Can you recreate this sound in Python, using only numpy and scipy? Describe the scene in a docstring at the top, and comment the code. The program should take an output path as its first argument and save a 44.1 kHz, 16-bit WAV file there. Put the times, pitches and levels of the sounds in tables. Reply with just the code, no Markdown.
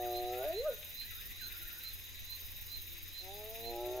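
"""Night among rocks and brush. At once an animal whines, its vocal folds creaking an octave down by period
doubling, while far to the right a thin howl, perhaps a coyote, swoops. The howl returns after a second
and ends in a yodel; two faint far tones come and go. After three seconds a second low whine breaks into
a rough creak. Throughout, crickets, katydids and a rattling insect stridulate over a distant insect
chorus, hiss and a low hum."""
import sys
import numpy as np
from scipy import signal
from scipy.fft import rfft, irfft
from scipy.io import wavfile
from scipy.ndimage import uniform_filter1d

SR = 44100
rng = np.random.default_rng(int(sys.argv[2]) if len(sys.argv) > 2 else 0)


def int16_out(signal):
    """Quantize to a 16-bit WAV file."""
    q = np.round(np.clip(np.atleast_2d(signal).T, -1, 1) * 32767)
    wavfile.write(sys.argv[1], SR, q.astype(np.int16))


N = 176400
T = np.arange(N) / SR

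# One contour per whine: t/s, f/Hz, level/dB, subharmonic gain/dB, spectral tilt/(dB per octave)
WHINE_CONTOURS = [
    [(0, 241.7, -39.5, -4, 3), (.15, 240, -38.5, -4, 1.5), (.264, 243, -41, -6.5, -3),
     (.38, 249.2, -39.5, -8.5, -1.5), (.428, 262.2, -39.5, 7, 10), (.46, 297, -37.5, -12, -4),
     (.48, 309, -36.5, -29, -3), (.51, 327.5, -35.5, -40, 5), (.525, 353, -46.5, -30, 13),
     (.56, 396, -40.5, -28, -19), (.6, 480, -36, -34, -15), (.636, 583, -43.5, -29, 2),
     (.665, 634, -33, -10, 16.5), (.69, 571, -31.5, -28, -8), (.705, 495, -38, -38, -3),
     (.725, 455, -50.5, -16, 2), (.755, 420, -56, -25, -13)],
    [(3.19, 176, -72, -35, 4), (3.235, 184.8, -59.5, -33, 1), (3.29, 191.6, -50.5, -33, 7.5),
     (3.35, 204.7, -52.5, -28, -2), (3.42, 212, -50, -21, 2), (3.55, 225.6, -51, -26, 1.5),
     (3.62, 228.5, -48.5, -17, -4), (3.7, 235.3, -45.5, -8, -3), (3.76, 235.7, -42.5, 8.5, 2),
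     (3.84, 241.5, -41, 7, 4.5), (3.914, 246.9, -40.5, 14, 4), (4, 253.3, -40, 9, 8)],
]
# Throat response for each whine: f/Hz, gain/dB
THROAT_RESPONSES = [
    [(110, -51), (240, -28.5), (305, -24), (360, 7.5), (480, -4.5), (610, 2.5), (725, 4.5), (785, -7),
     (850, -14), (950, -32.5), (1130, -29), (1245, -26), (1340, -44), (1900, -55)],
    [(110, -29), (235, -14), (305, -3), (360, 9.5), (470, 3.5), (600, 3.5), (720, 4.5), (815, 7.5),
     (870, -12.5), (940, -9.5), (1030, -25), (1180, -30), (1320, -21.5), (1480, -37), (1900, -35)],
]
# Roughness of the last creak: t/s, modulation depth
ROUGHNESS = [(3.55, 0), (3.7, 0.09), (3.8, 0.06), (3.9, 0.2), (4, 0.19)]

def whine(contour, throat):
    """Source and filter: folds drive a closed throat; alternating strong and weak pulses add f/2 lines."""
    gate, hz, db, creak_db, tilt_db = follow(contour)
    hz = uniform_filter1d(hz, size=500) * (1 + .0019 * drift(hz=50))
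    phase = 2 * np.pi * np.cumsum(hz) / SR
    roughness = follow(ROUGHNESS)[1]
    wander_rad = .068 + .7 * roughness
    voice = power = 0
    for k in np.arange(1, 16) / 2:
        partial_db = read(throat, k * hz) + tilt_db * np.log2(k) + creak_db * (k % 1 > 0)
        gain = amp(partial_db) * (k * hz < 2000)
        lag_rad = 3.61 * (k * hz / 600) ** 2  # the throat delays the upper partials
        voice += gain * np.cos(k * phase - lag_rad + wander_rad * drift(hz=25))
        power += gain ** 2 / 2
    flutter = 1 + roughness * (np.cos(phase / 4) + .4 * drift(hz=60))  # swells every fourth pulse
    return gate * amp(db) * flutter * voice / np.sqrt(power)


def whining_animal(echo_s=.03):
    """Reflection: the direct whines are followed by an echo off the rock and faint reverberation."""
    voice = sum(whine(contour, throat) for contour, throat in zip(WHINE_CONTOURS, THROAT_RESPONSES))
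    echo = np.interp(T - echo_s, T, voice, left=0)
    return voice + amp(-16) * echo + amp(-18) * reverberation(voice).mean(0)


# One contour per howl: t/s, f/Hz, relative level/dB
HOWL_CONTOURS = [
    [(0, 1700, -56), (.04, 2020, -52), (.066, 1350, -61), (.09, 1200, -73), (.2, 1174, -70),
     (.3, 1286, -65), (.42, 1454, -53.5), (.48, 1740, -58), (.55, 1955, -60), (.632, 2140, -61),
     (.652, 1626, -55), (.69, 1440, -54), (.74, 1444, -66), (.77, 1422, -83)],
    [(1.035, 1580, -55), (1.065, 1950, -60), (1.097, 2030, -53), (1.12, 1338, -58), (1.145, 1233, -70),
     (1.18, 1420, -59), (1.225, 1800, -60), (1.385, 2160, -63), (1.418, 1555, -50.5), (1.46, 1365, -60.5),
     (1.63, 1343, -59), (1.78, 1330, -57.5), (1.83, 1347, -66), (1.88, 1295, -70)],
]
# Upward breaks of the yodel: t/s, rise in f/Hz
YODEL_BREAKS = [(1.508, 669), (1.594, 617), (1.675, 539), (1.747, 529), (1.805, 262)]

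def howling_animal(break_s=.021):
    """Frequency modulation: a nearly pure far voice swoops and breaks upward in a yodel."""
    breaks = sum(rise * np.exp(-((T - t) / break_s) ** 2) for t, rise in YODEL_BREAKS)
    voice = 0
    for contour in HOWL_CONTOURS:
        gate, hz, db = follow(contour)
        hz = (uniform_filter1d(hz, size=600) + breaks) * (1 + .004 * drift(hz=77))
        voice += gate * amp(db - 3.5 + 2 * drift(hz=25)) * tone(hz)
    return pan(db=-22.5) * voice + amp(-7) * reverberation(voice)


# Chirps: onset t/s, crest level/dB, left minus right level/dB
CRICKET_CHIRPS = [(0.104, -46.5, -12), (0.515, -44.5, -11), (.943, -44, -10), (1.38, -45.5, -13),
                  (1.807, -46, -9), (2.26, -45, -18), (2.68, -44.5, -12), (3.122, -45, -11),
                  (3.608, -46, -11)]
# Wing tone through a chirp: fraction of its duration, f/Hz
CHIRP_GLIDE = [(0, 4000), (.25, 4025), (.6, 4100), (.8, 4122), (1, 4080)]

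def cricket(chirp_s=.1064):
    """Stridulation: each chirp is one wing tone that swells, rises in pitch and stops short."""
    fraction, hz = np.transpose(CHIRP_GLIDE)
    song = 0
    for start, db, pan_db in CRICKET_CHIRPS:
        progress = (T - start) / chirp_s
        gate = uniform_filter1d(1. * ((progress > 0) & (progress < 1)), size=400)
        swell = amp(db + np.interp(progress, [0, .63, 1], [-13, 0, -5]))
        song += pan(pan_db) * gate * swell * tone(np.interp(progress, fraction, hz))
    song *= 1 + .16 * drift(hz=220)
    return song + pan(db=2) * amp(-15.5) * reverberation(song.mean(0))


def wing_strokes(first_s, period_s, stroke_s, teeth_hz, ring_s, scatter_s, uneven_db, width):
    """Impulse excitation: each stroke is a run of tooth strikes, each a decaying burst of noise."""
    strikes = np.zeros(N)
    for n, (late, size, speed) in enumerate(rng.uniform(-1, 1, (100, 3))):
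        teeth = stroke_s * teeth_hz * (1 + .08 * speed)
        position = np.arange(-1, 1, 2 / teeth)
        centre_s = first_s + n * period_s + scatter_s * late
        at = np.round((centre_s + position * stroke_s / 2) * SR).astype(int)
        inside = (at >= 0) & (at < N)
        force = amp(uneven_db * size) * np.cos(position * np.pi / 2)
        strikes[at[inside]] += force[inside]
    grit = rng.standard_normal(N) + width * rng.standard_normal((2, N))
    return signal.lfilter([1], [1, -np.exp(-1 / (ring_s * SR))], strikes) * grit


# Wing spectrum: f/Hz, relative level/dB
KATYDID_SPECTRUM = [(6000, -34), (8200, -21.5), (10000, -11.5), (11500, -3), (13200, 2.5), (14400, 4.5),
                    (15700, -5.5)]
# First katydid: t/s, level/dB
SHUFFLE_LEVEL = [(0, -52), (.2, -53), (.26, -56.5), (.4, -50), (.6, -55.5), (.75, -52), (1.3, -52),
                 (1.37, -59), (1.45, -49.5), (1.95, -51.5), (2.12, -57), (2.35, -52), (2.7, -51.5),
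                 (3.25, -55.5), (3.55, -50.5), (3.7, -54.5), (4, -53)]
# Bouts of the second: onset t/s, end t/s
SINGING_BOUTS = [(0, 0.25), (.3, .53), (.67, 1.33), (1.42, 2.08), (2.3, 2.95), (3.35, 4.7), (3.8, 4.7)]

def katydids():
    """Broadband stridulation: one katydid shuffles its wings without pause; a second joins in bouts."""
    steady = wing_strokes(first_s=.018, period_s=.052, stroke_s=.032, teeth_hz=403,
                          ring_s=.00059, scatter_s=.0025, uneven_db=1.5, width=.57)
    second = wing_strokes(first_s=0, period_s=.037, stroke_s=.052, teeth_hz=439,
                          ring_s=.00079, scatter_s=.0025, uneven_db=1.5, width=.37)
    steady = in_brush(steady, KATYDID_SPECTRUM, pan_db=0, wet_db=-5)
    second = in_brush(second, KATYDID_SPECTRUM, pan_db=0, wet_db=-5)
    singing = np.any([(T > start) & (T < end) for start, end in SINGING_BOUTS], axis=0)
    gate = uniform_filter1d(1. 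* singing, size=1500)
    return amp(follow(SHUFFLE_LEVEL)[1]) * steady + amp(-56) * gate * second


# Spectrum of the ticks: f/Hz, relative level/dB
RATTLE_SPECTRUM = [(1200, -39), (1600, -14), (1950, -3.5), (2250, -7.5), (2550, -2), (3200, -13.5),
                   (3800, -1.5), (4400, -33), (7000, -23)]

def rattling_insect(first_s=.048, period_s=.0974):
    """Two-way stridulation: a strong stroke of dry ticks alternates with a weaker back stroke."""
    fore = wing_strokes(first_s, period_s, stroke_s=.052, teeth_hz=288.6,
                        ring_s=.0006, scatter_s=.007, uneven_db=2.2, width=.65)
    back = wing_strokes(first_s + period_s / 2, period_s, stroke_s=.045, teeth_hz=289.4,
                        ring_s=.0006, scatter_s=.0076, uneven_db=2.2, width=.84)
    rattle = in_brush(fore + amp(-4.5) * back, RATTLE_SPECTRUM, pan_db=6.5, wet_db=-4)
    return amp(-55.5 - .5 * T) * rattle


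# Short falling chirps: onset t/s, crest level/dB
FAR_CHIRPS = [(.075, -73), (.44, -65), (.8, -80), (1.16, -56), (1.522, -60), (1.885, -58), (2.25, -63),
              (2.579, -68), (2.89, -61), (3.3, -57), (3.68, -64)]

def far_cricket(chirp_s=.055, top_hz=3730, drop_hz=330):
    """Frequency follows wing speed: each chirp sags in pitch as the wing slows."""
    song = 0
    for start, db in FAR_CHIRPS:
        progress = np.clip((T - start) / chirp_s, 0, 1)
        swell = np.sqrt(np.sin(np.pi * progress))
        song += amp(db) * swell * tone(top_hz - drop_hz * progress ** 1.54)
    return pan(db=-10) * song + amp(-16) * reverberation(song)


# Faint far tones: onset t/s, end t/s, f/Hz, crest level/dB
FAR_TONES = [(1.4, 1.95, 334.6, -74.5), (2.815, 3.12, 336.4, -71)]

def far_tones():
    """Amplitude envelope: soft tones of almost constant frequency swell and fade."""
    tones = 0
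    for start, end, hz, db in FAR_TONES:
        progress = np.clip((T - start) / (end - start), 0, 1)
        tones += amp(db) * np.sqrt(np.sin(np.pi * progress)) * tone(hz + 3 * drift(hz=13))
    return tones


# Chorus spectrum: f/Hz, relative level/dB
CHORUS_SPECTRUM = [(1500, -21), (3000, -12), (3450, -13.5), (3800, 0.5), (4000, -2.5), (4300, -23),
                   (4600, -13), (4800, -12.5), (5100, -10), (5700, -18.5), (6450, -7), (6900, -14),
                   (7500, -24), (9000, -39)]
# Likeness of left and right: f/Hz, correlation
CHORUS_CORRELATION = [(3000, 0.2), (4000, 0.067), (5000, 0.65), (7000, 0.84)]

def insect_chorus():
    """Incoherent superposition: many distant insects merge into bands of noise."""
    return amp(-54.5) * pan(db=.5) * diffuse_noise(CHORUS_SPECTRUM, CHORUS_CORRELATION, patchy_db=3)


# Spectrum of the night air: f/Hz, relative level/dB
AIR_SPECTRUM = [(20, 6), (35, 12.5), (55, -2.5), (75, -12.5), (110, -9), (200, -17), (400, -20.5),
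                (800, -29), (1150, -33), (1600, -27), (2500, -21), (8000, -38), (12000, -15.5),
                (15500, -23.5)]
# Likeness of left and right: f/Hz, correlation
AIR_CORRELATION = [(30, -0.48), (70, 0.059), (200, 0.061), (1000, 0.46), (3000, 0.71), (12000, 0.17)]

def night_air():
    """Broadband ambient noise: a deep rumble under a thin hiss."""
    return amp(-51) * diffuse_noise(AIR_SPECTRUM, AIR_CORRELATION, patchy_db=2.1)


def hum(hz=88.9):
    """Random modulation: a low tone wavers in amplitude and frequency."""
    waver = 1 + .34 * drift(hz=5.9)
    return amp(-62.5) * unit(waver * tone(hz + 1.88 * drift(hz=5.9)))


# Reverberation time of rocks and brush: f/Hz, T60/s
DECAY_TIMES = [(300, 0.29), (1500, .7), (4000, 0.5), (12000, 0.13)]

def reverberation(x):
    """Diffuse reflection: a stereo tail decays exponentially, each band at its own rate."""
    hz, t, noise = signal.stft(rng.standard_normal((2, SR)), SR, nperseg=256)
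    decay = amp(-60 * t / read(DECAY_TIMES, hz)[:, None])
    onset = np.minimum(t / .02, 1)
    tail = signal.istft(noise * decay * onset, SR, nperseg=256)[1]
    return signal.fftconvolve(x[None], tail / np.linalg.norm(tail[0]), axes=1)[:, :N]


def in_brush(x, spectrum, pan_db, wet_db):
    """Scattering: direct and scattered sound add and take on the insect's spectrum, at rms 1."""
    field = pan(pan_db) * x + amp(wet_db) * reverberation(x.mean(0))
    response = amp(read(spectrum, np.fft.rfftfreq(N, 1 / SR)))
    return unit(irfft(rfft(field) * response, N))


def diffuse_noise(spectrum, correlation, patchy_db):
    """Partial coherence: left and right share part of a noise with drifting spectral patches."""
    frames, hz = N // 512 + 5, np.fft.rfftfreq(2048, 1 / SR)
    a, b, c, d, patches = rng.standard_normal((5, frames, len(hz)))
    patches = uniform_filter1d(patches, size=6, axis=0)
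    patches = unit(uniform_filter1d(patches, size=10, axis=1))
    shared = read(correlation, hz)
    left = a + 1j * b
    right = shared * left + np.sqrt(1 - shared ** 2) * (c + 1j * d)
    bands = np.array([left, right]) * amp(read(spectrum, hz) + patchy_db * patches)
    return unit(signal.istft(bands.transpose(0, 2, 1), nperseg=2048, noverlap=1536)[1][:, :N])


def amp(db):
    """Amplitude ratio of a level."""
    return 10 ** (np.asarray(db) / 20)


def unit(x):
    """Normalisation to rms 1."""
    return x / np.sqrt(np.mean(x ** 2) + 1e-20)


def tone(hz):
    """Sinusoid of rms 1 whose phase is the integral of frequency."""
    return np.sqrt(2) * np.sin(2 * np.pi * np.cumsum(hz) / SR)


def read(points, hz):
    """Interpolation on a log-frequency axis."""
    f, value = np.transpose(points)
    return np.interp(np.log(hz + 1), np.log(f + 1), value)


def follow(contour):
    """Interpolation in time: a gate over the contour's span, then each column."""
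    t, *columns = np.transpose(contour)
    gate = uniform_filter1d(1. * ((T >= t[0]) & (T <= t[-1])), size=300)
    return [gate] + [np.interp(T, t, column) for column in columns]


def pan(db):
    """Left and right gains for a level difference."""
    return unit(amp(np.array([[db], [-db]]) / 2))


def drift(hz):
    """Random fluctuation: low-pass noise of rms 1."""
    rolloff = 1 + (np.fft.rfftfreq(N, 1 / SR) / hz) ** 4
    return unit(irfft(rfft(rng.standard_normal(N)) / rolloff, N))


def scene():
    """Superposition: the pressures of all sources add."""
    background = night_air() + insect_chorus() + hum()
    voices = whining_animal() + far_tones() + howling_animal()
    return background + voices + cricket() + far_cricket() + katydids() + rattling_insect()


def record(dry, cutoff_hz=15800):
    """Band limiting: a steep low-pass filter removes the highest treble."""
    lowpass = signal.firwin(511, cutoff_hz, window=("kaiser", 9), fs=SR)
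    return signal.oaconvolve(dry, lowpass[None], "same")


dry = scene()
out = record(dry)
int16_out(out)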